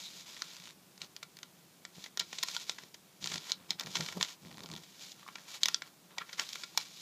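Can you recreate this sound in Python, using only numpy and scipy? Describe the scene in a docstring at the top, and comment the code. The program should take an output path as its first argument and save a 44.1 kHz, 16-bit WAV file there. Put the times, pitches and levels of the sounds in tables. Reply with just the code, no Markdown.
"""Paper handled on carpet

A small sheet of paper is folded, pressed flat and turned over on a carpet, close up in a quiet room.
It buckles in sharp snaps (resonant noise bursts) and hollow pops (decaying sines that sag in pitch).
Sliding fingers and edges rustle as slip-clicks over smooth noise, strewn with tiny crinkles and one rasp.
Carpet ribs tick as an edge crosses them, hands rumble in dull filtered noise, and steady room noise lies below.
"""
import sys
import numpy as np
from scipy import signal
from scipy.fft import rfft, irfft, next_fast_len
from scipy.io import wavfile

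SR = 44100
rng = np.random.default_rng(int(sys.argv[2]) if len(sys.argv) > 2 else 0)


def transcribe(signal):
    """Save signal, clipped to [-1, 1], as a 16-bit WAV file at the path in sys.argv[1]."""
    frames = np.atleast_2d(signal).T
    limited = np.clip(frames, -1, 1)
    pcm = np.round(limited * 32767).astype(np.int16)
    wavfile.write(sys.argv[1], SR, pcm)


N = 309141
TIME = np.arange(N) / SR  # s

# Event levels below are starting points; scene() trims some of the layers.
# Steady noise of the room, relative spectrum: freq_hz, density_db (per Hz)
ROOM_SPECTRUM = [(25, -36), (60, -21.5), (110, -12), (150, -1.5), (182, 3), (230, -6.5), (330, -5),
                 (450, -10), (1000, -13), (1700, -17.5), (7000, -18.5), (9000, -20.5), (15000, -21)]
ROOM_RMS_DB = -61.5

# Rumble of hands on carpet, relative spectrum: freq_hz, density_db (per Hz)
RUMBLE_SPECTRUM = [(30, -38), (60, -23), (100, -11.5), (130, -11.5), (160, 3.5), (190, 1), (225, -12),
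                   (400, -11.5), (600, -18), (1000, -16.5), (2000, -41.5)]
# A hand shoves the sheet into the carpet: peak_s, rumble_db
CARPET_SHOVES = [(1.04, -60), (1.98, -62), (2.21, -62), (2.43, -64), (2.84, -63), (3.23, -53), (3.315, -52),
                 (3.36, -49), (3.61, -60), (3.71, -52.5), (3.871, -47.5), (4.0, -43), (4.12, -53.5),
                 (4.169, -43), (4.22, -50.5), (4.46, -51.5), (4.52, -52), (4.6, -52.5), (4.645, -49),
                 (4.731, -45)]
SHOVE_RISE_DB_PER_S, SHOVE_FALL_DB_PER_S = 400, 252

# The paper's edge crosses the carpet's ribs: start_s, end_s, ribs_per_s, tick_db, bump_db
RIB_DRAGS = [(0.531, 0.715, 54.4, -58, -70), (3.21, 3.39, 52.7, -52.5, -59), (4.42, 4.552, 72, -62, -59.5),
             (4.562, 4.611, 93, -53, -56), (4.675, 4.788, 85, -54.5, -57)]

# A finger drags along the paper's edge, one rasp: peak_s, length_s, level_db, centre_hz, width_hz
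EDGE_RASP = (.062, .06, -48, 3880, 350)

# Resonances of the sheet and its surroundings: freq_hz, width_hz, boost_db
SHEET_RESONANCES = [(996, 250, 8.5), (1384, 50, 7), (1886, 200, 5.5), (2286, 170, 5.5), (3440, 1830, 10),
                    (4960, 1300, 1.5)]
# Hiss of the paper's surface, relative spectrum: freq_hz, density_db (per Hz)
HISS_SPECTRUM = [(1200, -36), (2300, -7), (3200, -8), (4000, -4), (5600, -1), (7000, -0.5), (8000, -8.5),
                 (9000, -15.5), (12000, -12.5), (15000, -22)]
# Flexing of the sheet under the hiss, relative spectrum: freq_hz, density_db (per Hz)
FLEX_SPECTRUM = [(200, -25), (400, -5), (600, 1), (1000, -3), (1600, 1.5), (2200, -14.5), (3000, -16.5),
                 (5000, -22)]
# A finger or edge slides over the paper: start_s, length_s, hiss_db, flex_db, swell_db_per_s
# (both levels hold at mid-stroke)
SLIDING_STROKES = [(0.0, 0.22, -51, -61.5, -16), (0.269, 0.43, -55.5, -61.5, -9),
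                   (1.023, 0.022, -54, -57, -100), (1.955, 0.099, -57, -66, 28),
                   (2.21, 0.14, -58.5, -70, 2), (2.334, 0.12, -51.5, -59.5, -3),
                   (2.477, .15, -47, -57, -17), (2.68, 0.037, -50.5, -60, 4), (2.755, 0.11, -62, -65, -22),
                   (3.226, 0.13, -48, -57, 30), (3.398, .11, -53, -56.5, 65), (3.548, .11, -78, -63.5, -30),
                   (3.705, 0.017, -53.5, -57, -100), (3.803, 0.021, -56, -46.5, -60),
                   (3.876, .06, -53, -63, 0), (3.956, 0.22, -49, -54.5, -39), (4.213, .11, -49, -53.5, -65),
                   (4.422, 0.44, -62.5, -71, 9), (4.892, 0.15, -59, -65, 36),
                   (5.016, .11, -53.5, -64.5, -60), (5.162, 0.31, -62.5, -63, 2),
                   (5.488, 0.072, -49.5, -54, 33), (5.626, 0.13, -51, -55, -31),
                   (5.826, 0.048, -63, -59, -30), (6.112, 0.026, -77, -57.5, 0),
                   (6.18, 0.043, -62, -52.5, 0), (6.276, 0.066, -58, -58.5, 30),
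                   (6.393, 0.026, -46, -47, 0), (6.455, 0.17, -50, -57.5, 4), (6.66, 0.097, -59, -66, 3),
                   (6.784, 0.082, -50.5, -59, -50), (6.884, 0.16, -55, -68, 44)]
STROKE_ATTACK_S, STROKE_RELEASE_S = 0.024, 0.042  # to full speed, back to rest
RESTING_HISS_DB, RESTING_FLEX_DB = -72.5, -76  # fingers that only hold the sheet still creep a little

# A whole panel flips over with a hollow pop: start_s, peak_db (before the bass cut), pitch_hz, t60_s
PANEL_POPS = [(0.4204, -25.5, 1370, 0.01), (2.565, -31.5, 1404, 0.04), (2.565, -34, 944, 0.033),
              (5.229, -42, 1160, 0.016), (5.264, -39.5, 1100, 0.027), (5.278, -36, 1090, 0.012),
              (5.287, -31, 1070, 0.013), (6.176, -33, 850, 0.013), (6.184, -28.5, 1900, 0.035),
              (6.211, -35, 1290, 0.037), (6.22, -34, 1370, 0.013), (6.384, -40, 2040, 0.053),
              (6.749, -42, 865, 0.023), (6.7757, -18.5, 876, 0.012)]

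# The sheet buckles, and from 4.634 to 4.7777 s the edge ticks over carpet ribs: start_s, crack_db (held for 1
# ms), body_db (re crack), sizzle_db (re crack), t60_s
SHEET_SNAPS = [(0.365, -43.5, 3, -19, 0.027), (0.4204, -26, -9, -20, 0.0024), (0.567, -41.5, -8, -24, .004),
               (0.7011, -55, 6, -13, .014), (0.978, -46, -9, -18, 0.0026), (1.0167, -31, -9.5, -24, 0.0054),
               (1.1642, -35.5, -10.5, -13, 0.0018), (1.228, -35, -1.5, -12, 0.027),
               (1.369, -43, -7, -8, 0.0038), (1.3883, -45, -3, -6, .002), (1.4305, -36, -4.5, -15, 0.0057),
               (1.8511, -36.5, -0.5, -32, 0.0032), (2.0393, -34, -10, -15, 0.021),
               (2.0611, -46.5, 9, -22, 0.0063), (2.1738, -27, -7.5, -14, 0.0019),
               (2.1942, -22.5, -21, -12, 0.021), (2.1975, -20.5, -16.5, -21, 0.014),
               (2.2056, -30, -3, -28, 0.06), (2.3295, -35.5, 1, -30, 0.0033),
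               (2.3838, -28, -11.5, -34, 0.028), (2.428, -22.5, -16, -29, 0.014),
               (2.433, -23, -5, -6.5, 0.012), (2.485, -28.5, -7, -25, 0.007),
               (2.5482, -33, -7, -25, 0.0088), (2.5653, -24, -30, -23, 0.0018),
               (2.6952, -22.5, -8.5, -22, 0.0016), (2.7839, -39.5, 2.5, -28, 0.024),
               (2.835, -44.5, -4, -22, 0.0087), (2.9416, -39.5, -7.5, -11, 0.033),
               (3.2421, -26.5, -18, -30, 0.0031), (3.259, -31.5, -5.5, -12, 0.0035),
               (3.273, -26.5, -12, -27, 0.0035), (3.3155, -31.5, -2, -29, .03),
               (3.3414, -29, -8, -34, 0.0024), (3.3581, -32, -4.5, -32, 0.0029),
               (3.3794, -30.5, -12, -34, .007), (3.4949, -34, -6.5, -17, 0.024),
               (3.506, -39, -4, -25, .007), (3.5186, -18, -22.5, -26, 0.0031),
               (3.7054, -19, -17.5, -22, 0.013), (3.714, -41, 2.5, -25, .033),
               (3.7965, -26.5, -15, -11.5, 0.0042), (3.8083, -30.5, -4, -26, 0.017),
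               (3.835, -39, -10, -21, .005), (3.861, -36.5, -11, -13, 0.0039),
               (3.868, -38, 0.5, -10, 0.028), (3.9532, -21.5, -6, -24, .036),
               (3.9674, -26.5, -6, -26, 0.021), (4.007, -27, -3.5, -21, 0.014),
               (4.061, -33, -6, -15, 0.018), (4.0858, -34.5, 1, -28, 0.0091),
               (4.1235, -38.5, 1.5, -11, 0.026), (4.2107, -24.5, -1, -20, 0.0046),
               (4.2276, -17.5, -12.5, -23, 0.0038), (4.247, -33.5, -6, -27, 0.016),
               (4.5123, -47, 1.5, -15, 0.01), (4.634, -38.5, -11, -14, .02),
               (4.6597, -39.5, -8, -20, 0.0037), (4.715, -36.5, -22, -23, .004),
               (4.737, -37.5, -11, -25, 0.005), (4.7632, -41, -8, -13, .006),
               (4.7777, -45.5, -3, -17, .012), (4.834, -44, -7, -12, 0.031),
               (5.117, -38.5, -42, -17, 0.017), (5.23, -56, 4, -16, .007), (5.2779, -47.5, 4, -3, 0.015),
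               (5.2868, -53, 12, -14, 0.007), (5.355, -36.5, 2.5, -32, 0.014), (5.382, -46, 3, -20, 0.028),
               (5.633, -13, -22, -19, 0.0042), (5.6571, -17.5, -8, -13, 0.0043),
               (5.684, -21, -4.5, -10, 0.01), (5.7444, -17, -16.5, -31, 0.003),
               (5.82, -35.5, 4.5, -24, 0.011), (6.182, -27.5, 0, -21, 0.013), (6.214, -52, 20, -16, 0.048),
               (6.2916, -47.5, 9, -25, 0.035), (6.328, -34, -4, -16, .039), (6.389, -43, 13, -23, 0.067),
               (6.3957, -21.5, -5, -23, .0057), (6.49, -34.5, -13, -11, 0.0052),
               (6.5311, -32, -13, -14, 0.003), (6.5561, -35, 1.5, -12, 0.0058),
               (6.6344, -30.5, -5, -29, .033), (6.7743, -16, -11.5, -9.5, 0.018),
               (6.8122, -36.5, -8, -13, .0025)]
# While the sheet lies flat the carpet takes part in each snap and gives it a stronger thump
FLAT_FROM_S, FLAT_UNTIL_S = 2.1, 4.9
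THUMP_FLAT_DB, THUMP_LIFTED_DB = -7.5, -13  # re the table's body_db

CUTOFF_HZ = 15150


def from_db(db):
    """Decibels to gain."""
    return 10 ** (np.asarray(db) / 20)


def rms_one(x):
    """Scale to unit rms."""
    return x / np.sqrt(np.mean(x ** 2) + 1e-20)


def band(x, low_hz, high_hz, order=2):
    """Causal band-pass."""
    edges = [low_hz, min(high_hz, .45 * SR)]
    return signal.sosfilt(signal.butter(order, edges, "band", fs=SR, output="sos"), x)


def coloured(x, spectrum):
    """Filter a texture to a spectrum drawn over log frequency; rms 1."""
    hz, db = np.transpose(spectrum)
    size = next_fast_len(N)
    bins_hz = np.maximum(np.arange(size // 2 + 1) * SR / size, 1)
    gain = from_db(np.interp(np.log(bins_hz), np.log(hz), db))
    return rms_one(irfft(rfft(x, size) * gain, size)[:N])


def drift(rate):
    """Slow random wander of rms 1, with `rate` new values per second."""
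    knots = rng.standard_normal(4000)
    return rms_one(np.interp(TIME * rate, np.arange(len(knots)), knots))


def decaying(impulses, decay_s):
    """Give each impulse an exponential tail that falls to 1/e in decay_s."""
    # the tiny offset avoids a silent filter input
    return signal.lfilter([1], [1, -np.exp(-1 / (decay_s * SR))], impulses + 1e-18)


def room_noise():
    """The still room is steady noise with its own spectrum."""
    return from_db(ROOM_RMS_DB) * coloured(rng.standard_normal(N), ROOM_SPECTRUM)


def room_tail(x, wet_db, t60, gap_s):
    """A short, soft tail of dense reflections, made of decaying noise after a gap."""
    t = np.arange(SR // 2) / SR
    tail = band(rng.standard_normal(len(t)), 100, 4800)
    tail *= from_db(-60 * t / t60) * (t > gap_s)
    return from_db(wet_db) * signal.fftconvolve(x, tail / np.linalg.norm(tail))[:N]


def friction(per_s, spread_db, smooth, flutter_db):
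    """Fibres catch and slip: tiny clicks of uneven size over a smooth rub, in uneven spurts."""
    sizes = from_db(spread_db * np.minimum(rng.exponential(1, N), 4))
    sizes = sizes * rng.choice([-1, 1], N)
    slips = rms_one(sizes * (rng.random(N) < per_s / SR))
    rub = smooth * rng.standard_normal(N)
    return (slips + rub) * from_db(flutter_db * drift(70))


def carpet(level_db):
    """Hands drag the sheet over carpet loops: a dull, lumpy rumble builds and dies with each shove."""
    press_db = np.full(N, -120.0)
    for peak_s, db in CARPET_SHOVES:
        drop_db = np.maximum(SHOVE_RISE_DB_PER_S * (peak_s - TIME), SHOVE_FALL_DB_PER_S * (TIME - peak_s))
        press_db = np.maximum(press_db, db - drop_db)
    rub = friction(per_s=250, spread_db=4.0, smooth=0.62, flutter_db=1.5)
    return from_db(level_db + press_db) * coloured(rub, RUMBLE_SPECTRUM)


def sheet(x):
    """Resonances in series colour the paper's sound, each adding a ringing band to what it receives."""
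    for hz, width, boost_db in SHEET_RESONANCES:
        r = np.exp(-np.pi * width / from_db(boost_db / 2) / SR)
        zeros = np.array([1, 0, -1]) * (1 - r * r) / 2
        poles = [1, -2 * r * np.cos(2 * np.pi * hz / SR), r * r]
        ring = signal.lfilter(zeros, poles, x)
        x = x + (from_db(boost_db) - 1) * ring
    return x


def ribs(jitter, spread_db, tick_s):
    """Each rib catches the edge and lets it go: a light tick above, a dull bump below."""
    out = np.zeros(N)
    for start, end, per_s, tick_db, bump_db in RIB_DRAGS:
        chance = rng.standard_normal((40, 2))  # uneven spacing, uneven strength
        times = start + np.cumsum(np.exp(jitter * chance[:, 0])) / per_s
        inside = times < end
        catches = np.zeros(N)
        catches[(times[inside] * SR).astype(int)] = from_db(spread_db * chance[inside, 1])
        scratch = decaying(catches, tick_s) * rng.standard_normal(N)
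        ticks = rms_one(sheet(band(scratch, 870, 7400, order=3)))
        knock = catches + 1e-18
        bumps = rms_one(band(knock, 131, 229) + band(knock, 284, 287, order=1) / 2)
        # levels are rms over the drag itself, not the whole scene
        duty = np.sqrt((end - start) * SR / N)
        out += (from_db(tick_db) * ticks + from_db(bump_db) * bumps) * duty
    return out


def rasp():
    """The edge chatters as narrow-band noise that swells and fades while the finger passes."""
    peak_s, length, db, hz, width = EDGE_RASP
    swell = np.exp(-(2 * (TIME - peak_s) / length) ** 2)
    return from_db(db) * swell * rms_one(band(rng.standard_normal(N), hz - width / 2, hz + width / 2))


def sliding(uneven_db, uneven_per_s):
    """Hiss and flex gains: each stroke starts, swells or fades under unsteady pressure, then rests."""
    power = np.zeros((2, N))
    for start, length, hiss_db, flex_db, swell_db_per_s in SLIDING_STROKES:
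        end = start + length
        corners = [start - STROKE_ATTACK_S, start, end, end + STROKE_RELEASE_S]
        on = (TIME > corners[0]) & (TIME < corners[-1])
        swell_db = swell_db_per_s * (TIME[on] - start - length / 2)
        speed = np.interp(TIME[on], corners, [0, 1, 1, 0]) * from_db(swell_db)
        power[:, on] += (from_db([[hiss_db], [flex_db]]) * speed) ** 2
    pressure = from_db(uneven_db * drift(uneven_per_s))
    resting = from_db([[RESTING_HISS_DB], [RESTING_FLEX_DB]])
    return np.hypot(np.sqrt(power) * pressure, resting)


def rustle(hiss, flex, hiss_db, flex_db):
    """Skin and paper edges slide: the surface hisses and the sheet flexes below it."""
    rub = sheet(friction(per_s=1400, spread_db=3.0, smooth=.9, flutter_db=1))
    surface = from_db(hiss_db) * hiss * coloured(rub, HISS_SPECTRUM)
    bending = from_db(flex_db) * flex * coloured(rub, FLEX_SPECTRUM)
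    return surface + bending


def crinkles(hiss, flex, per_s, spread_db, level_db):
    """Tiny buckles scatter through the rustle, their level following the sliding that sets them off."""
    sizes = from_db(spread_db * np.minimum(rng.exponential(1, N), 2.5))
    buckles = sizes * (rng.random(N) < per_s / SR)
    ticks = sheet(decaying(buckles, 0.0015) * rng.standard_normal(N))
    surface = hiss * coloured(ticks, HISS_SPECTRUM)
    bending = flex * rms_one(band(ticks, 590, 3600))
    return from_db(level_db) * (surface + bending)


def pops(level_db, sag):
    """A panel rings briefly, its pitch sagging as it relaxes; so small a sheet radiates no bass."""
    out = np.zeros(N + SR)
    t = np.arange(SR // 10) / SR
    for start, db, hz, t60 in PANEL_POPS:
        pitch_hz = hz * (1 + sag * np.exp(-10 * t / t60))  # settles on the table's pitch
        phase = 2 * np.pi * np.cumsum(pitch_hz) / SR
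        at = int(start * SR)
        out[at:at + len(t)] += from_db(level_db + db - 60 * t / t60) * np.sin(phase)
    return band(out[:N], 820, 5000, order=3)


def snap(levels_db, t60, kick, flutter_db, flutter_t60, size=3000):
    """A buckle flips, then bending waves cross the sheet and die: noise with two decays and a kick."""
    t = np.arange(size) / SR
    t60 = max(t60, .002)
    decay = from_db(-60 * t / t60) + from_db(flutter_db - 60 * t / flutter_t60)
    waves = rng.standard_normal(size) * decay
    waves *= 1 - np.exp(-t / (0.053 * t60))  # slow buckles also start more softly
    waves /= np.linalg.norm(waves)
    waves[4] += kick * min(1, 0.0027 / t60)  # one sharp pulse, strongest in the quickest buckles
    waves = sheet(waves)
    crack = band(waves, 3820, 18600, order=3)
    crack = signal.sosfilt(signal.butter(10, 7300, fs=SR, output="sos"), crack)
    thump = band(waves, 230, 900)
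    body = -band(waves, 1300, 2364)
    sizzle = band(waves, 8500, 16500)
    out = np.zeros(size)
    for db, part in zip(levels_db, [crack, thump, body, sizzle]):
        out += from_db(db) * part / np.linalg.norm(part)
    return out * np.sqrt(SR / 1000)  # a level means this energy held for 1 ms


def snaps(crack_db, body_db, sizzle_db):
    """Each buckle balances crack, body and sizzle; its thump depends on how the sheet lies."""
    out = np.zeros(N + SR)
    for start, db, body, sizzle, t60 in SHEET_SNAPS:
        thump_db = THUMP_FLAT_DB if FLAT_FROM_S < start < FLAT_UNTIL_S else THUMP_LIFTED_DB
        levels_db = db + np.array([crack_db, body + thump_db, body + body_db, sizzle + sizzle_db])
        one = snap(levels_db, t60, kick=0.97, flutter_db=-5.0, flutter_t60=0.022)
        at = int(start * SR)
        out[at:at + len(one)] += one
    return out[:N]


def scene():
    """Mix the still room, the carpet and the paper; only snaps and pops feed the room tail."""
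    air = room_noise()
    hiss, flex = sliding(uneven_db=1.0, uneven_per_s=45)
    handling = carpet(level_db=2.0) + ribs(jitter=0.18, spread_db=1.5, tick_s=0.00067) + rasp()
    handling += rustle(hiss, flex, hiss_db=-0.5, flex_db=-5.5)
    handling += crinkles(hiss, flex, per_s=120, spread_db=2.5, level_db=-8)
    cracks = pops(level_db=-2.0, sag=0.041) + snaps(crack_db=0.0, body_db=-2.0, sizzle_db=-2.5)
    tail = room_tail(cracks, wet_db=-20.0, t60=0.14, gap_s=0.0043)
    return (air + handling + cracks + tail)[None]


def record(dry):
    """A steep elliptic low-pass cuts off the top."""
    return signal.sosfilt(signal.ellip(10, .3, 80, CUTOFF_HZ, fs=SR, output="sos"), dry)


dry = scene()
out = record(dry)
transcribe(out)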